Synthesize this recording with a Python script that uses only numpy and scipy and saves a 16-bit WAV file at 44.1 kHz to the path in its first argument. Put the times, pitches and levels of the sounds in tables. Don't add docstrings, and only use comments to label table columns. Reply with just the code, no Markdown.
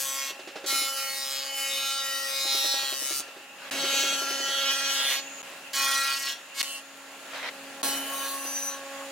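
import sys
import numpy as np
from scipy import signal
from scipy.fft import rfft, irfft, next_fast_len
from scipy.io import wavfile
from scipy.ndimage import uniform_filter1d, map_coordinates

SR = 44100
rng = np.random.default_rng(int(sys.argv[2]) if len(sys.argv) > 2 else 0)


def pcm_store(signal):
    levels = np.round(np.clip(np.atleast_2d(signal), -1, 1) * 32767)
    wavfile.write(sys.argv[1], SR, levels.astype(np.int16).T)


def invert_db(level):
    return 10 ** (np.asarray(level, dtype=float) / 20)


N = 401751
T = np.arange(N) / SR

# start in seconds, peak level in dB.
HAMMER = [(.302, -38.5), (.391, -36), (.472, -33), (.556, -31), (.639, -31), (.723, -33.5), (.812, -37),
          (2.447, -35), (2.546, -31), (2.642, -30.5), (2.737, -31), (2.829, -36), (2.923, -34),
          (3.015, -35.5), (3.105, -32), (3.196, -37), (3.279, -43), (3.363, -40), (3.74, -36), (3.836, -27),
          (3.936, -27.5), (4.032, -29), (4.122, -33), (4.214, -31.5), (4.304, -32), (4.399, -34.5),
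          (4.481, -34), (5.519, -41), (8.447, -36)]
# centre in Hz, width in Hz, level in dB.
BENCH = [(279, 116, -1.5), (420, 164, 2), (560, 230, 0.5), (787, 143, -6.5)]
# frequency in Hz, t60 in seconds.
HALL = [(200, 0.19), (1500, 0.35), (6000, 0.29), (15000, 0.1)]

# frequency in Hz, correlation 0-1.
ALIKE = [(100, 1), (500, 0.89), (1200, 0.79), (3000, 0.41), (5500, 0.17), (9000, 0.44), (14000, 0.33)]
# frequency in Hz, level in dB.
RUMBLE = [(59, -75), (100, -25.5), (242, -14.5), (269, -17.5), (500, -14), (650, -39), (1100, -120)]
# frequency in Hz, level in dB.
RUSH = [(180, -55), (300, -23.5), (510, -13.5), (536, -8.5), (622, -4.5), (1090, -9), (1830, -5),
        (2200, -9), (2770, -6), (3380, -10.5), (6040, -16.5), (6890, -15.5), (15800, -26)]
# frequency in Hz, level in dB.
GAP = [(2200, -30), (2500, -3), (2700, 5), (2950, -4), (3300, -37)]
# frequency in Hz, level in dB.
BEARING = [(6000, -47), (6500, -3), (6800, 2), (7200, -3), (7700, -43)]
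# pitch in Hz, wander in Hz, level in dB relative to the air rush.
WHINES = [(10450, 220, -25), (13100, 600, -23), (7440, 49, -22)]
# time in seconds, knife strike rate in Hz.
SPEED = [(0, 271.5), (.35, 272.5), (.45, 274.5), (.62, 274.5), (.72, 271.3), (1.4, 272.3), (1.5, 273.6),
         (1.65, 272.4), (1.9, 272.8), (2.5, 271.2), (3.2, 273.5), (3.7, 274.2), (5.1, 273.7), (5.42, 274.8),
         (5.72, 274.5), (5.8, 272.8), (6.6, 274.5), (9.11, 274.6)]
# start in seconds, strike rate wobble in Hz, phase in radians.
BELT = [
    (0, .35, 1.6),
    (3.71, 2.5, -2.15),
    (5.43, 1, -.54),
    (7.83, 1.05, -1.9),
]
# time in seconds, second tone level in dB.
WHIRR = [(0, -50), (.43, -58), (.71, -47), (1.27, -50), (2.81, -49), (2.92, -55.5), (3.6, -59.5),
         (3.8, -44), (5.02, -47.5), (5.63, -63), (5.83, -45), (6.49, -65.5), (6.65, -54), (6.85, -61),
         (7.5, -57.5), (7.84, -46.5), (8.37, -50.5), (9.11, -45.5)]
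# multiple of the strike rate, level in dB relative to the air rush.
OVERTONES = [(4, -7.5), (5, -3.5), (6, -7), (7, -22), (9, -10.5), (10, -20)]
# start in seconds, rumble in dB, air rush in dB, bearing hiss in dB,
# first tone in dB, gap resonance in dB relative to the air rush.
PLACES = [
    (0, -56, -44, -63, -59, -3),
    (3.71, -60.5, -44, -47, -55.5, -6),
    (5.43, -62.5, -46.5, -57, -61, -7),
    (6.63, -64, -47.5, -58.5, -57.5, -16),
    (7.83, -65.5, -45, -54.5, -54.5, -14),
]
# time in seconds, level in dB.
OPEN = [(0, -4), (3.55, -3.5), (3.7, -1.5), (3.71, 7), (4.4, 2.5), (5.42, 0), (5.43, 2), (6.62, -0.5),
        (6.63, -0.5), (7.05, 0.5), (7.3, 3.5), (7.82, 4.5), (7.83, 10), (8.4, 2.5), (9.11, 2.5)]

# frequency in Hz, level in dB.
DRAG = [(290, -39), (500, -4), (645, -6.5), (1900, -0.5), (5000, -7.5), (7070, -13), (9000, -35.5),
        (11700, -59.5), (19800, -120)]
# start in seconds, length in seconds, level in dB, release in seconds.
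DRAGS = [
    (3.615, 0.12, -42.5, 0.0039),
    (5.01, 0.14, -32.5, 0.036),
    (7.348, 0.035, -36.5, 0.027),
    (7.427, 0.062, -34, 0.018),
]
# start in seconds, peak level in dB.
TICKS = [
    (6.972, -34),
    (7.263, -36),
    (7.376, -28),
    (7.70, -34),
]
# start in seconds, peak level in dB.
SNAGS = [
    (7.3273, -36),
    (7.3483, -30),
    (7.36, -20),
    (7.4281, -22),
    (7.4735, -26),
]

# start in seconds, end in seconds, centre in Hz, width in Hz, level in dB.
SINGING_FACE = [(0, .33, 1090, 150, -50), (0, .33, 5900, 900, -44), (.663, 1.145, 1365, 150, -43),
                (.66, .95, 5200, 900, -36), (.68, .9, 2180, 150, -43), (.68, 1.15, 3000, 300, -43),
                (1.12, 1.48, 3940, 400, -41), (1.15, 1.48, 5200, 250, -42), (1.4, 2.25, 3000, 180, -43),
                (1.62, 2, 2590, 400, -41), (1.6, 2.1, 3680, 400, -42), (1.9, 3, 1905, 150, -45),
                (1.75, 2.3, 1362, 150, -48), (2.25, 2.7, 3900, 400, -39), (2.3, 2.6, 5100, 600, -39),
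                (2.46, 2.8, 5400, 1000, -37.5), (2.45, 3, 3260, 250, -41), (2.62, 2.97, 4100, 700, -36.5),
                (2.4, 2.95, 900, 300, -46), (1.42, 2, 2180, 150, -49)]
SINGING_EDGE = [(3.71, 5.22, 1370, 150, -41), (3.71, 5.2, 1644, 150, -44), (4.15, 5.22, 1916, 150, -43),
                (3.71, 4.2, 2190, 150, -45), (3.9, 4.25, 2600, 400, -39), (4.64, 4.95, 2500, 250, -41),
                (3.71, 4.25, 3270, 200, -38), (4.35, 5.2, 3270, 200, -37), (3.71, 5.2, 3010, 150, -42),
                (3.71, 4.22, 3830, 160, -41), (4.4, 5.2, 3830, 160, -44), (3.71, 4.3, 4390, 160, -40),
                (4.3, 5.22, 4390, 160, -43), (4.45, 5.1, 5900, 700, -42), (3.71, 4.6, 6000, 900, -40)]
SINGING_FAR = [(5.72, 6, 1095, 150, -40), (5.72, 6.2, 1420, 300, -37), (5.74, 6.34, 1915, 150, -40),
               (5.74, 6.2, 2460, 150, -37.5), (5.74, 6.2, 3400, 400, -41), (5.74, 6.2, 4250, 500, -41),
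               (5.74, 6, 5900, 500, -40), (6, 6.33, 5300, 500, -45), (6.63, 6.82, 2800, 450, -45)]
SINGING_NEAR = [(7.81, 7.95, 823, 150, -43), (7.81, 8, 1500, 500, -44), (7.81, 8.33, 3015, 150, -44),
                (7.81, 7.95, 4670, 200, -46), (7.9, 8.82, 4670, 150, -54), (7.86, 8, 5900, 400, -45),
                (8.03, 8.58, 1097, 100, -44), (8.6, 9.11, 1097, 100, -50), (8, 9.11, 1645, 100, -52),
                (8.1, 8.3, 2470, 150, -51), (8.3, 8.72, 2745, 120, -48), (8.33, 8.8, 6035, 200, -45),
                (8.45, 8.74, 6000, 260, -39), (8.4, 8.72, 4930, 150, -54), (8.15, 8.42, 9860, 400, -42),
                (8.42, 8.6, 10300, 900, -47), (8.61, 8.72, 9800, 500, -46), (7.83, 7.94, 8200, 900, -42)]

# time in
# seconds, pressure level in dB, brightness in dB.
END_OF_FACE = [
    (0.0, -30, 1.5),
    (0.27, -35, -8),
    (0.31, -37, -12.5),
]
LONG_FACE = [(0.66, -33.5, 0), (0.702, -24.5, -3.5), (0.954, -34.5, -0.5), (0.972, -30.5, -2.5),
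             (1.206, -35, -2), (1.29, -34.5, -3.5), (1.384, -33.5, -6), (1.43, -36.5, -11),
             (1.529, -39, -7),
             (1.56, -35, -1), (1.582, -32, -5), (1.926, -32.5, -7), (2.118, -34, -3), (2.526, -29, -5),
             (2.714, -30, -5), (2.846, -32, -7), (2.984, -32.5, 1.5), (3.205, -30.5, 2)]
EDGE = [(3.71, -33, -3), (3.718, -37.5, -7), (3.994, -26.5, -6.5), (4.168, -35.5, -2), (4.598, -34, -9.5),
        (4.71, -28.5, -14.5), (4.746, -35, -6.5), (5.136, -27.5, -8), (5.195, -34, -12)]
FAR_FACE = [(5.731, -33.5, 3), (5.746, -27.5, 1), (5.8, -25.5, -4), (5.996, -29, -4), (6.181, -32, -6),
            (6.192, -36, -1), (6.286, -31, -7), (6.33, -36.5, -7)]
BITE = [
    (6.545, -48, -5),
    (6.553, -44.5, 2),
    (6.615, -24.5, -9),
]
RUN_OUT = [
    (6.629, -28, -4),
    (6.634, -40, -6),
    (6.78, -44, -10),
]
NEAR_EDGE = [(7.83, -28.5, -11), (7.846, -28, -7.5), (7.94, -33, -7), (8.032, -44.5, 7), (8.242, -35, -8),
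             (8.41, -42, 3), (8.68, -40.5, 0), (8.72, -44, -11), (8.79, -55, -12)]
PASSES = [END_OF_FACE, LONG_FACE, EDGE, FAR_FACE, BITE, RUN_OUT, NEAR_EDGE]
# frequency in Hz, level in dB.
BOARDS = [
    [(590, -41), (1000, -12), (2070, -9), (2550, -7), (4440, 1), (5790, 6.5), (11400, -8), (13000, -4),
     (15800, -13.5)],
    [(590, -8), (1000, -23.5), (1190, -1.5), (1370, -10.5), (1480, -12.5), (1870, -8.5), (2050, -9.5),
     (5210, -3), (7810, -16.5), (15800, -24.5)],
    [(590, -28), (1000, -5), (1350, -3), (2790, 5), (3320, 1), (4490, -6.5), (4980, -6.5), (6420, -8),
     (8470, -18.5), (15800, -25.5)],
    [(590, -39), (1000, -10), (1380, -9), (1520, -4), (2170, -4.5), (2490, -1), (2790, 0), (5590, 1.5),
     (7460, -13), (15800, -25)],
    [(590, -34), (1000, -10), (1220, -10), (4190, 4), (15800, -19)],
    [(590, -49), (1000, -11), (1080, 2), (2020, -10), (2760, -2), (3320, -14), (15800, -40)],
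    [(590, -20), (1000, -9), (1890, -24), (3070, -22), (4190, -10.5), (4590, -16), (6060, -5), (7120, -9),
     (10100, 1), (15800, -8)],
]
# unevenness of opposite knives in dB, tearing noise share 0-1, left-side treble
# lift in dB, path flicker 0-1, chatter in dB.
KNIVES = [(4, .11, 4, .3, 0), (1.5, .045, 3, .15, 0), (2.5, .035, 3, .25, .5), (2.5, .1, 1.5, .6, 2.2),
          (1, .1, 1.5, .4, 0), (2.5, .09, 1.5, .4, 0), (2.5, .055, .5, .3, .5)]
# board thud, rasp, edge and chip spray in dB relative to
# the pressure, lift-off in seconds.
BALANCE = [(-17, -5, -7.5, -3.5, .055), (-17, -8, -6, -3, .035), (-17, -8, -2.5, -5.5, .05),
           (-12.5, -6.5, -5.5, -6, .08), (-10, -5.5, -4.5, -4, 0.0038), (-10, -8, -2.5, 0, 0.11),
           (-17, -11, -7.5, 1, .05)]
BANDS_HZ = [1000, 2500, 5300, 10000]
# time in seconds, extra unevenness in dB.
ROCKING = [(1.2, 0), (1.27, 5), (1.42, 5), (1.5, 0), (2.84, 0), (2.92, 8), (3.2, 8), (3.3, 0)]
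# time in seconds, delay in ms, strength.
UNDERSIDE = [
    (2.1, .8, 0),
    (2.3, .79, .75),
    (2.9, .69, .75),
    (3.02, .68, 0),
]

# start in seconds, end in seconds.
SPLICES = [
    (3.702, 3.7095),
    (5.42, 5.428),
    (6.6205, 6.628),
    (7.8205, 7.829),
]


def unit(x):
    return x / np.sqrt(np.mean(x ** 2) + 1e-20)


def along(points, hz):
    f, v = np.transpose(points)
    return np.interp(np.log(hz + 1), np.log(f + 1), v)


def curves(rows, t=T):
    s, *cols = np.transpose(rows)
    return [np.interp(t, s, c) for c in cols]


def steps(rows):
    s, *cols = np.transpose(rows)
    row = np.clip(np.searchsorted(s, T, "right") - 1, 0, None)
    return [c[row] for c in cols]


def wobble(rate, size=N, at=None):
    grid = np.arange(0, size + 32, 32)
    knots = rng.standard_normal(int(size * rate / SR) + 4)
    smooth = map_coordinates(knots, [grid * rate / SR], mode="nearest")
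    return np.interp(np.arange(size) if at is None else at, grid, smooth)


def filtered(x, response):
    length = x.shape[-1]
    m = next_fast_len(length + 8192)
    return irfft(rfft(x, m) * response(np.fft.rfftfreq(m, 1 / SR)), m)[..., :length]


def patches(x, patchy_db, bins=5, frames=10):
    z = signal.stft(x, nperseg=512)[2]
    field = uniform_filter1d(rng.standard_normal(z.shape[1:]), bins, 0)
    field = uniform_filter1d(field, frames, 1)
    return signal.istft(z * invert_db(patchy_db * unit(field)), nperseg=512)[1][:, :x.shape[1]]


def pulses(at, size, length):
    taps = np.floor(at)[..., None] + np.arange(-5, 7)
    offset = taps - at[..., None]
    shape = np.sinc(offset) * np.cos(np.pi * offset / 13) ** 2
    where = np.clip(taps, 0, length - 1).astype(int)
    return np.bincount(where.ravel(), (size[..., None] * shape).ravel(), length)


def tail(wet_db):
    hz, t, z = signal.stft(rng.standard_normal((2, SR // 4)), SR, nperseg=256)
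    decay = invert_db(-60 * t / along(HALL, hz)[:, None])
    late = signal.istft(z * decay, SR, nperseg=256)[1]
    late = invert_db(wet_db) * (2.95 * late[0] + 0.5 * late) / np.linalg.norm(late[0])
    late[:, 0] += 1
    return late


def hammer():
    clack_db = 2.5
    out, t = np.zeros((2, N + SR)), np.arange(4096) / SR

    def wood(f):
        return sum((-1) ** k * invert_db(db) * 1j * f * w / (c * c - f * f + 1j * f * w)
                   for k, (c, w, db) in enumerate(BENCH))

    band = signal.butter(2, [900, 4500], "bandpass", fs=SR, output="sos")
    for s, db in HAMMER:
        push, grit = rng.standard_normal((2, len(t)))
        push = .1 * push * invert_db(-60 * t / .04)
        push += (t == 0) - 1.2 * (t == t[190]) + .6 * (t == t[700])
        thud = filtered(push, lambda f: wood(f) * f ** 4 / (f ** 4 + 200.0 ** 4))
        clack = signal.sosfilt(band, grit) * invert_db(-60 * t / .15) * (1 - np.exp(-t / .004))
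        blow = thud / abs(thud).max() + invert_db(clack_db) * clack
        heard = signal.fftconvolve(blow[None], tail(wet_db=-16), axes=1)
        out[:, round(s * SR):][:, :heard.shape[1]] += invert_db(db) * heard
    return out[:, :N] * invert_db([[-1.3], [1.3]])


def rush(spectrum, patchy_db):
    pair = patches(rng.standard_normal((2, N)), patchy_db)

    def mid_side(hz):
        turn = np.arccos(np.clip(along(ALIKE, hz), -1, 1)) / 2
        return invert_db(along(spectrum, hz)) * [np.cos(turn), np.sin(turn)]

    mid, side = filtered(pair, mid_side)
    return unit(np.array([mid + side, mid - side]))


def strikes():
    belt_hz = 18.505
    (hz,), (depth_hz, phase) = curves(SPEED), steps(BELT)
    hz = hz + depth_hz * np.cos(2 * np.pi * belt_hz * T + phase) + .2 * wobble(40)
    return np.cumsum(hz) / SR


def idling(count):
    whirr_mid_db = -41.5
    (second_db,), (open_db,) = curves(WHIRR), curves(OPEN)
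    rumble_db, air_db, bearing_db, first_db, gap_db = steps(PLACES)
    rumble_db = rumble_db + 1.73 * open_db
    air_db = air_db + open_db
    swell_db = second_db - whirr_mid_db
    first_db = first_db + 1.22 * open_db + 0.17 * swell_db
    third_db = whirr_mid_db - 4 + 1.05 * swell_db

    def tone(k):
        phase = 2 * np.pi * k * count + rng.uniform(0, 6.83)
        return np.sqrt(2) * invert_db(2.14 * wobble(8)) * np.sin(phase)

    whistle = invert_db(first_db) * tone(1) + invert_db(second_db) * tone(2) + invert_db(third_db) * tone(3)
    whistle += invert_db(air_db - 11) * sum(invert_db(db) * tone(k) for k, db in OVERTONES)
    for hz, wander_hz, db in WHINES:
        pitch_hz = hz + wander_hz * wobble(3.2) + 60 * wobble(200)
        whistle += invert_db(air_db + db + 1.7 * wobble(5.5)) * np.sin(2 * np.pi * np.cumsum(pitch_hz) / SR)

    air = invert_db(air_db + .7 * wobble(6)) * rush(RUSH, patchy_db=1.1)
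    air *= 1 + .15 * np.cos(2 * np.pi * count)
    air += invert_db(air_db + gap_db + 2 * wobble(30)) * rush(GAP, patchy_db=.8)
    air += invert_db(bearing_db + 2 * wobble(5)) * rush(BEARING, patchy_db=1.5)
    rumble = invert_db(rumble_db + 0.14 * wobble(2.4)) * rush(RUMBLE, patchy_db=0.5)
    return whistle * invert_db([[-.8], [.8]]) + rumble + air


def scrape():
    def stroke(start, length, db, release):
        rise = 250 * np.clip(start - T, 0, 1)
        swell = 2 * np.clip((T - start) / length - 1, -1, 0)
        fall = 16 * np.clip((T - start - length) / release, 0, 9)
        return invert_db(db - rise + swell - fall)

    clumps = invert_db(1.7 * wobble(40) + 1.8 * wobble(300))
    drag = rush(DRAG, patchy_db=2)
    grit = unit(np.diff(drag, 2, prepend=0, append=0))
    out = sum(stroke(*row) for row in DRAGS) * unit(clumps) * (drag + invert_db(-13) * grit)
    t = np.arange(1024) / SR
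    for s, peak_db in TICKS:
        tick = invert_db(peak_db - 12 - 60 * t / .03) * rng.standard_normal((2, len(t)))
        out[:, round(s * SR):][:, :len(t)] += tick
    snags = np.zeros((2, N))
    for s, peak_db in SNAGS:
        catch = rng.standard_normal(len(t)) + .4 * rng.standard_normal((2, len(t)))
        snags[:, round(s * SR):][:, :len(t)] += invert_db(peak_db - 10 - 60 * t / 0.016) * catch
    return out + filtered(snags, lambda hz: 2 * invert_db(along(DRAG, hz)))


def knives(count, uneven_db):
    whole = np.arange(np.ceil(count[0]), count[-1])
    jitter, chance = rng.standard_normal((2, len(whole)))
    at = np.interp(whole, count, np.arange(len(count))) + .2 * jitter
    nearest = np.clip(at, 0, len(count) - 1).astype(int)
    size_db = np.broadcast_to(uneven_db, count.shape)[nearest] * (whole % 2 - .5)
    size_db = size_db + .5 * np.cos(np.pi * whole / 2) + .5 * chance
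    return at, invert_db(size_db)


def singing(count):
    noise_share = .08
    out = np.zeros((2, N))
    for start, end, centre_hz, width, db in SINGING_FACE + SINGING_EDGE + SINGING_FAR + SINGING_NEAR:
        a, b = int(start * SR), int(end * SR)
        mode = lambda f: (1j * f * width / (centre_hz ** 2 - f * f + 1j * f * width)) ** 2
        ring = unit(filtered(pulses(*knives(count[a:b], 2.6), b - a), mode))
        fibres = unit(filtered(rng.standard_normal(b - a), mode))
        ring = np.sqrt(1 - noise_share) * ring + np.sqrt(noise_share) * fibres
        level_db = db + 1.6 * wobble(13, size=b - a) + 2.2 * wobble(45, size=b - a)
        ring *= -invert_db(level_db) * signal.windows.tukey(b - a, .4)
        out[:, a:b] += [ring, np.roll(ring, rng.choice([-2, 2]))]
    return out


def paths(at, size, length, flicker, start, count=12):
    def drift(rate):
        return np.array([wobble(rate, size=length, at=at) for _ in range(count)])

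    echo = .42
    lag_s = np.geomspace(.00008, .009, count)[:, None] * (1 + .11 * drift(2))
    sway = .4 * rng.choice([-1, 1], (count, 1)) + .6 * drift(5) + flicker * drift(25)
    strength = echo * invert_db(-60 * lag_s / .06) * sway
    strength[0], lag_s[0] = -.9, 0
    delay_ms, below = curves(UNDERSIDE, (start + at) / SR)
    strength[1], lag_s[1] = -below, delay_ms / 1000
    skew_s, lean = .00002 * drift(1.5), .12 * drift(3)
    ears = [pulses(at + (lag_s + side * skew_s) * SR, size * strength * (1 + side * lean), length)
            for side in (1, -1)]
    return unit(np.array(ears))


def tearing_fibres(count):
    fibres = unit(rng.standard_normal((2, len(count))) * (.2 + np.exp(-5 * (count % 1))))
    fibres = fibres - .5 * np.diff(fibres, 2, prepend=0, append=0)
    return .85 * fibres + .4 * fibres[::-1]


def cutting(count):
    lowest_hz, lift_off_db = 900, -46
    chatter_hz = 32
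    bright_share = [-0.51, -0.62, -0.19, 0.49]
    out = np.zeros((2, N))
    for stroke, balance, board, knife in zip(PASSES, BALANCE, BOARDS, KNIVES):
        *under_db, off_s = balance
        uneven_db, tearing, lift_db, flicker, chatter_db = knife
        rows = list(stroke) + [np.add(stroke[-1], (off_s, lift_off_db, 0))]
        a, b = int(rows[0][0] * SR), int(rows[-1][0] * SR)
        bites = knives(count[a:b], uneven_db + curves(ROCKING, T[a:b])[0])
        sound = np.sqrt(1 - tearing) * paths(*bites, b - a, flicker, a)
        sound = sound + np.sqrt(tearing) * tearing_fibres(count[a:b])
        sound = patches(sound, 2.4, bins=4, frames=16)

        def colour(hz):
            lean_db = along([(1000, -1.4), (5500, -1.9), (8000, lift_db)], hz)
            return (hz > lowest_hz) * invert_db(np.outer([.5, -.5], lean_db)) * invert_db(along(board, hz))

        pressure_db, bright_db = curves(rows, T[a:b])
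        for k in range(4):
            region = list(zip(BANDS_HZ, np.eye(4)[k]))
            part = filtered(sound, lambda hz: colour(hz) * along(region, hz))
            slow_rms = np.sqrt(abs(uniform_filter1d(np.mean(part ** 2, 0), 4000)) + 1e-12)
            db = pressure_db + under_db[k] + bright_share[k] * (bright_db - bright_db.mean())
            chatter = chatter_db * np.cos(2 * np.pi * chatter_hz * T[a:b] + 1.5 * k)
            out[:, a:b] += part / slow_rms * invert_db(db + 1.1 * wobble(18, size=b - a) + chatter)
    return out


def scene():
    count = strikes()
    cut = cutting(count) + singing(count)
    hall = signal.fftconvolve(cut, tail(wet_db=-22), axes=1)[:, :N]
    return hall + idling(count) + hammer() + scrape()


def roll_off(x):
    return signal.sosfilt(signal.butter(12, 16830, fs=SR, output="sos"), x)


def record(dry):
    top, low_hz, top_hz = .36, 115, 15950
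    dry = dry / (1 + abs(dry / top) ** 3) ** (1 / 3)
    dry = filtered(dry, lambda hz: (hz < top_hz) / np.sqrt(1 + (low_hz / (hz + 1)) ** 5))
    for a, b in SPLICES:
        dry = dry * np.clip(np.maximum(a - T, T - b) / .0015 + .5, .01, 1)
    return roll_off(dry)


dry = scene()
out = record(dry)
pcm_store(out)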